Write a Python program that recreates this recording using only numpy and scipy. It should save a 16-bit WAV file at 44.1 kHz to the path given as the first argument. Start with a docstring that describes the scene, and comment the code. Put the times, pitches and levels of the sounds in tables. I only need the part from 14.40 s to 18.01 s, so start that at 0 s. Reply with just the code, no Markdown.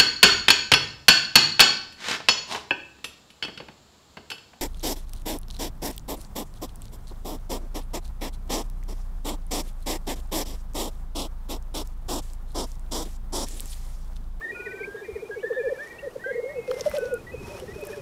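"""Black grouse on a snowy moor

Out on open ground a displaying grouse gives two rolls of bubbling coos with arched coos between,
and another coos faintly further off. Feathers drag and feet tick on the crusted snow.
Far off, waders whistle, warble, yelp and chip, and all the calls echo faintly off the slopes.
Light wind buffets the microphone over a soft hiss of open air."""
import sys
import numpy as np
from scipy import signal
from scipy.fft import rfft, irfft
from scipy.io import wavfile

SR = 44100
rng = np.random.default_rng(int(sys.argv[2]) if len(sys.argv) > 2 else 0)


def digitize_waveform(pressure):
    """Quantize a signal to 16-bit integers and store it at the path in sys.argv[1].

    Rows of a 2-D input are taken as channels; values are limited to [-1, 1].
    """
    field = np.atleast_2d(pressure).T
    bounded = np.clip(field, -1, 1)
    quanta = np.round(bounded * 32767).astype(np.int16)
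    wavfile.write(sys.argv[1], SR, quanta)


N = 159201


def amp(db):
    return 10 ** (np.asarray(db, float) / 20)


def unit_rms(x):
    return x / np.sqrt(np.mean(x ** 2) + 1e-20)


def colour(x, points):
    """Give x the spectrum of (Hz, dB) points, falling away outside them; rms 1."""
    hz, db = np.transpose(points)
    f = np.maximum(np.arange(N // 2 + 1) * SR / N, 1)
    skirts = np.minimum(f / hz[0], 1) ** 2 * np.minimum(hz[-1] / f, 1) ** 2
    gain = amp(np.interp(np.log(f), np.log(hz), db)) * skirts
    return unit_rms(irfft(rfft(x) * gain, N))


def drift(rate_hz):
    """A slow random wander; rms 1."""
    lowpass = signal.butter(2, rate_hz, fs=SR, output="sos")
    return unit_rms(signal.sosfilt(lowpass, rng.standard_normal(N + SR))[SR:])


def add(out, start, x):
    """Mix x into out at a time in seconds."""
    i = max(int(start * SR), 0)
    out[i:i + len(x)] += x[:max(N - i, 0)]


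def sine(hz):
    return np.sin(2 * np.pi * np.cumsum(hz) / SR)


def fade(t, length, edge_s):
    return np.sin(np.pi / 2 * np.clip(np.minimum(t, length - t) / edge_s, 0, 1)) ** 2


# The air over the moor. Each row: frequency in Hz, relative level in dB.
AIR_SPECTRUM = [(288, -8), (422, 0), (605, -7.5), (1100, -13.5), (2900, -24.5), (11300, -31), (15900, -35)]


def open_air():
    """A steady hiss with a low hump, the blur of birds cooing further off."""
    return amp(-48) * colour(rng.standard_normal(N), AIR_SPECTRUM)


# Wind at the microphone. Each row: time in seconds, level in dB.
WIND_LEVELS = [(0, -52.5), (1.6, -55.5), (2.4, -49), (3.0, -43.5), (3.61, -48)]
# Its rumble. Each row: frequency in Hz, relative level in dB.
WIND_SPECTRUM = [(20, -1), (90, -2), (210, -5.5)]


def wind_rumble():
    """Light wind on the microphone makes low noise that swells and wavers."""
    times, levels = np.transpose(WIND_LEVELS)
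    level_db = np.interp(np.arange(N) / SR, times, levels) + 2.56 * drift(rate_hz=6.2)
    return amp(level_db) * colour(rng.standard_normal(N), WIND_SPECTRUM)


# Buffets right on the microphone. Each row: start in seconds, level in dB.
BUFFETS = [(.725, -36.5), (2.933, -35.5), (2.974, -35), (3.319, -37)]


def wind_buffets(pitch_hz=69.3, rise_s=0.011):
    """Each buffet is a soft, low push of air that dies almost at once."""
    out, t = np.zeros(N), np.arange(SR // 10) / SR
    envelope = t / rise_s * np.exp(1 - t / rise_s)
    for start, db in BUFFETS:
        add(out, start, amp(db) * envelope * np.sin(2 * np.pi * pitch_hz * t))
    return out


# Returns off the ground and slopes. Each row: delay in seconds, gain in dB.
MOOR_ECHOES = [(0.02, -17), (.047, -27)]


def moor_echoes(calls):
    """The calls reach the microphone directly, then again as faint echoes."""
    out = calls.copy()
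    for delay, db in MOOR_ECHOES:
        add(out, delay, amp(db) * calls)
    return out


# Whistles far across the moor. Each row: start and length in seconds, first and last pitch in Hz,
# level in dB.
WADER_WHISTLES = [(0.15, 0.49, 1420, 1667, -42), (0.432, 0.02, 2080, 2400, -33),
                  (0.645, 0.17, 2094, 2180, -53.5), (0.91, 0.042, 1622, 1648.0, -36.0),
                  (0.955, 0.071, 2210, 2290, -50.5), (0.99, 0.023, 2340, 2980, -47.5),
                  (1.335, 0.033, 1860, 1700, -40), (1.585, 0.013, 2560, 2760, -38.5),
                  (1.705, 0.017, 2450, 2900, -56), (1.84, 0.076, 1540, 1633, -29.5),
                  (1.92, 0.29, 2125, 2191, -46), (2.092, 0.042, 1830, 1970, -46.5),
                  (2.2, 0.365, 2170, 2001, -48.5), (2.578, 0.2, 1521, 1431, -39.5),
                  (2.868, 0.044, 1905, 1984, -41), (3.04, 0.15, 952.0, 925, -50.5),
                  (3.185, 0.02, 2554, 2975, -47.5), (3.28, 0.046, 1833, 1957, -42.5)]
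# Distant runs of chips. Each row: middle of the first chip in seconds, pitch in Hz, chip levels in dB.
WADER_CHIPS = [(0.157, 1940, [-49, -50, -36, -39.5, -45]), (.656, 1917, [-44.5, -57, -47]),
               (3.485, 1734, [-47, -44])]
# Distant warbles. Each row: start and length in seconds, first and last pitch in Hz, level in dB,
# warbles per second, delay to the first crest in seconds.
WADER_WARBLES = [(0.015, 0.1, 1780, 1870, -30.5, 17.8, 0.028), (0.118, 0.31, 2460, 2340, -42, 18.6, 0.039),
                 (0.625, 0.28, 2373, 2390, -48.5, 18.25, 0.029), (1.03, 0.27, 1757, 1727, -36, 18, 0.045),
                 (1.19, 0.43, 2367, 2290, -52, 16.4, 0.017), (1.385, 0.081, 1606, 1874, -36, 12, 0.041),
                 (1.45, 0.25, 1892, 1840, -46.5, 23, 0.025), (1.795, 0.16, 1796, 2173, -45.5, 22, 0.034),
                 (1.9, 0.108, 1915, 1877, -45, 22.8, 0.032), (2.15, 0.16, 2583, 2480, -53, 20.4, 0.035),
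                 (2.53, 0.28, 2545, 2490, -53.5, 20.7, 0.046),
                 (2.915, 0.26, 2530, 2470, -48.5, 17.5, 0.027),
                 (3.335, 0.29, 2520, 2440, -51.5, 18.3, 0.042)]
CHIP_S, CHIP_PERIOD_S, CHIP_FALL_HZ = 0.022, .0565, 219
SWING_HZ, SWING_DB, CALL_EDGE_S = 54.8, 3, 0.0065
HIGH_WARBLE_HZ, BREAK_FROM_S, TIRE_DB_PER_S = 2250, .13, 8


def waders():
    """Thin tones: straight glides, short falling chips, and warbles that soften as their pitch dips."""
    out = np.zeros(N)
    chips = [(first + k * CHIP_PERIOD_S - CHIP_S / 2, CHIP_S,
              hz + CHIP_FALL_HZ / 2, hz - CHIP_FALL_HZ / 2, db)
             for first, hz, levels in WADER_CHIPS for k, db in enumerate(levels)]
    glides = [(*row, 0, 0) for row in [*WADER_WHISTLES, *chips]]   # no warble
    for start, length, first_hz, last_hz, db, rate, crest in [*glides, *WADER_WARBLES]:
        t = np.arange(int((length + CALL_EDGE_S) * SR)) / SR
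        phase = 2 * np.pi * rate * (t - crest)
        swing = np.cos(phase) * (rate > 0)
        pitch = first_hz + (last_hz - first_hz) * t / length + SWING_HZ * swing
        envelope = amp(db + SWING_DB * swing) * fade(t, length + CALL_EDGE_S, CALL_EDGE_S)
        if rate > 0 and first_hz > HIGH_WARBLE_HZ:   # the high warbler breaks into syllables as it tires
            gaps = np.clip(4 * np.cos(phase - 1.87) - 2.5, 0, 1) * (t > BREAK_FROM_S)
            envelope *= (1 - gaps) * amp(-TIRE_DB_PER_S * (t - length / 2))
        tone = sine(pitch) + amp(-30) * sine(2 * pitch)
        add(out, start - CALL_EDGE_S / 2, envelope * tone)
    return out * amp(2.5 * drift(rate_hz=19))


# Yelps from the distant waders. Each row: start in seconds, length in seconds, level in dB.
WADER_YELPS = [(.004, 0.013, -39.5), (.554, 0.061, -48), (1.122, 0.0665, -45)]


def wader_yelps(low_hz=1060, top_hz=1780, rise_s=.0125):
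    """Each yelp, a tone with a strong octave, flicks up and arches over its top pitch."""
    out = np.zeros(N)
    for start, length, db in WADER_YELPS:
        t = np.arange(int(length * SR)) / SR
        flick = top_hz - (top_hz - low_hz) * np.exp(-(t / rise_s) ** 4)
        pitch = flick + SWING_HZ * np.sin(np.pi * t / length)
        tone = sine(pitch) + amp(-11) * sine(2 * pitch)
        add(out, start, amp(db) * fade(t, length, CALL_EDGE_S) * tone)
    return out


# Feathers on the snow. Each row: middle of the drag in seconds, length in seconds, level in dB.
FEATHER_DRAGS = [(1.42, 0.48, -57), (2.488, 0.59, -44), (3.14, 0.51, -50), (3.493, 0.56, -50)]
# Their rustle. Each row: frequency in Hz, relative level in dB.
FEATHER_SPECTRUM = [(700, 2), (3600, -9), (4900, -10.5), (5450, -4.5), (6000, -9.5), (7200, -14),
                    (11000, -14.5), (15900, -26)]


def feathers(grains_per_s=700):
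    """Feathers scrape the crust: hiss and clumps of uneven grains swell and fade with each drag."""
    t = np.arange(N) / SR
    hits = rng.random(N) < grains_per_s * amp(6 * drift(rate_hz=14)) / SR
    sizes = amp(7.9 * np.minimum(rng.exponential(1, N), 2.8))
    grains = unit_rms(hits * sizes * rng.standard_normal(N))
    strokes = sum(amp(db) * fade(t - middle + length / 2, length, edge_s=length / 2)
                  for middle, length, db in FEATHER_DRAGS)
    flutter = amp(2.26 * drift(rate_hz=11))
    hiss = 1.28 * rng.standard_normal(N)
    return strokes * flutter * colour(grains + hiss, FEATHER_SPECTRUM)


# Feet on the display ground. Each row: start in seconds, level in dB, ring pitch in Hz.
FOOT_TICKS = [(1.4735, -44.5, 7100), (1.527, -47, 4430), (2.3104, -29.5, 4130), (2.314, -24.5, 1200),
              (2.4086, -22, 5400), (2.4956, -34.5, 13000), (2.5129, -27.5, 1300), (2.566, -29, 3780),
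              (2.5839, -33, 10200), (2.6548, -38.5, 5100), (2.7395, -33, 10000), (3.198, -40, 10100),
              (3.412, -42, 11100), (3.451, -37, 12000), (3.4688, -33, 9800)]


def foot_ticks(rise_s=0.001, samples=500):
    """A foot on the snow crust gives a short noise burst that rings round its own pitch."""
    out, t = np.zeros(N), np.arange(samples) / SR
    for start, db, hz in FOOT_TICKS:
        burst = rng.standard_normal(samples) * t / rise_s * np.exp(1 - t / rise_s)
        band = signal.butter(2, [hz / 1.43, hz * 1.287], "band", fs=SR, output="sos")
        ring = signal.sosfilt(band, burst)
        tick = ring / np.abs(ring).max() + amp(-7) * burst / np.abs(burst).max()
        add(out, start, amp(db) * tick)
    return out


# The grouse's rolls, out on the snow. Each row: start in seconds, the level of each coo in dB.
COO_ROLLS = [(.054, [-40, -36, -34, -30.5, -30, -28.5, -33, -28, -32, -29, -28.5, -28, -27.5, -25, -21.5, -21]),
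             (3.006, [-37, -38.5, -39, -36, -35, -34, -32.5, -30, -31])]
COO_PERIOD_S, COO_CREST_S, COO_ATTACK_S, COO_DECAY_S = .0702, 0.00743, 0.0096, 0.011
COO_HZ, COO_HZ_PER_DB, COO_REST_HZ, COO_FALL_S = 427.9, 5, 335, 0.028


def rolled_coos(lead_s=.02):
    """Quick pure coos bubble along, each falling towards a rest pitch; louder coos are higher."""
    out, t = np.zeros(N), np.arange(int(.09 * SR)) / SR - lead_s   # t = 0 at the coo's crest
    swell = np.exp(-(t / np.where(t < 0, COO_ATTACK_S, COO_DECAY_S)) ** 2)
    tail = amp(-13.5) * fade(t, length=0.055, edge_s=0.027)
    for start, levels in COO_ROLLS:
        for k, db in enumerate(levels):
            crest_s = start + k * COO_PERIOD_S + COO_CREST_S
            crest_hz = COO_HZ + COO_HZ_PER_DB * (db + 30.5)
            pitch = COO_REST_HZ + (crest_hz - COO_REST_HZ) * np.exp(-t / COO_FALL_S)
            add(out, crest_s - lead_s, amp(db) * (swell + tail) * sine(pitch))
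    return out


# Arched coos of the near grouse, then fainter ones from a grouse further off. Each row: start and
# length in seconds, first, middle and last pitch in Hz, level in dB before the throat shapes it.
COO_ARCHES = [(1.16, 0.066, 536, 493, 402, -21), (1.229, 0.066, 530, 521, 353, -19.5),
              (1.289, 0.049, 580, 560, 430, -19), (1.368, 0.074, 422, 589, 506, -31.5),
              (1.624, 0.064, 513, 571, 410, -22), (1.748, 0.026, 600, 546, 354, -21.5),
              (1.854, 0.075, 387, 576, 385, -21.5), (1.939, 0.039, 400, 478, 544, -25),
              (1.973, 0.037, 474, 473, 580, -22), (2.019, 0.037, 410, 458, 594, -23),
              (2.05, 0.082, 492, 564, 620, -24.5), (2.127, 0.085, 646, 510, 457, -26),
              (2.273, 0.032, 576, 505, 466, -21), (2.299, 0.051, 412, 536, 423, -20.5),
              (2.359, 0.067, 354, 601.5, 342, -22.5), (2.455, 0.032, 626, 593, 580, -5),
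              (2.534, 0.062, 494, 608, 468, -9.5), (2.605, 0.05, 390, 470, 630, -21.5),
              (2.649, 0.052, 463, 530, 630, -24), (2.702, 0.06, 632, 499, 458, -20),
              (2.928, 0.038, 598, 484, 335, -27.5), (3.091, 0.076, 520, 602, 513, -28),
              (3.185, 0.067, 516, 525, 500, -36.5), (3.377, 0.061, 562, 608, 497, -27.5),
              (3.451, 0.053, 540, 591, 510, -29), (3.512, 0.1, 568, 583.5, 529, -29.5)]
THROAT_HZ, THROAT_WIDTH_HZ, THROAT_DEPTH_DB = 482.6, 67.6, 13.5


def arched_coos():
    """Pure coos bend along a parabola, strongest near the pitch the inflated throat favours."""
    out = np.zeros(N)
    for start, length, first_hz, middle_hz, last_hz, db in COO_ARCHES:
        t = np.arange(int(length * SR)) / SR
        arch = np.polyfit([0, length / 2, length], [first_hz, middle_hz, last_hz], 2)
        pitch = np.polyval(arch, t)
        resonance = np.exp(-((pitch - THROAT_HZ) / THROAT_WIDTH_HZ) ** 2)
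        throat = amp(-THROAT_DEPTH_DB * (1 - resonance))
        add(out, start, amp(db) * throat * fade(t, length, edge_s=0.013) * sine(pitch))
    return out


def grouse(uneven_db=2.0):
    """All the coos, rolled and arched, wavering in level."""
    return (rolled_coos() + arched_coos()) * amp(uneven_db * drift(rate_hz=33))


def scene():
    """The moor from one microphone; only the calls echo."""
    background = wind_rumble() + wind_buffets() + open_air()
    calls = moor_echoes(grouse() + waders() + wader_yelps())
    return (background + calls + foot_ticks() + feathers())[None]


def record(dry):
    """The recorder cuts the top treble steeply."""
    return signal.sosfilt(signal.cheby2(16, 80, 16500, fs=SR, output="sos"), dry)


dry = scene()
out = record(dry)
digitize_waveform(out)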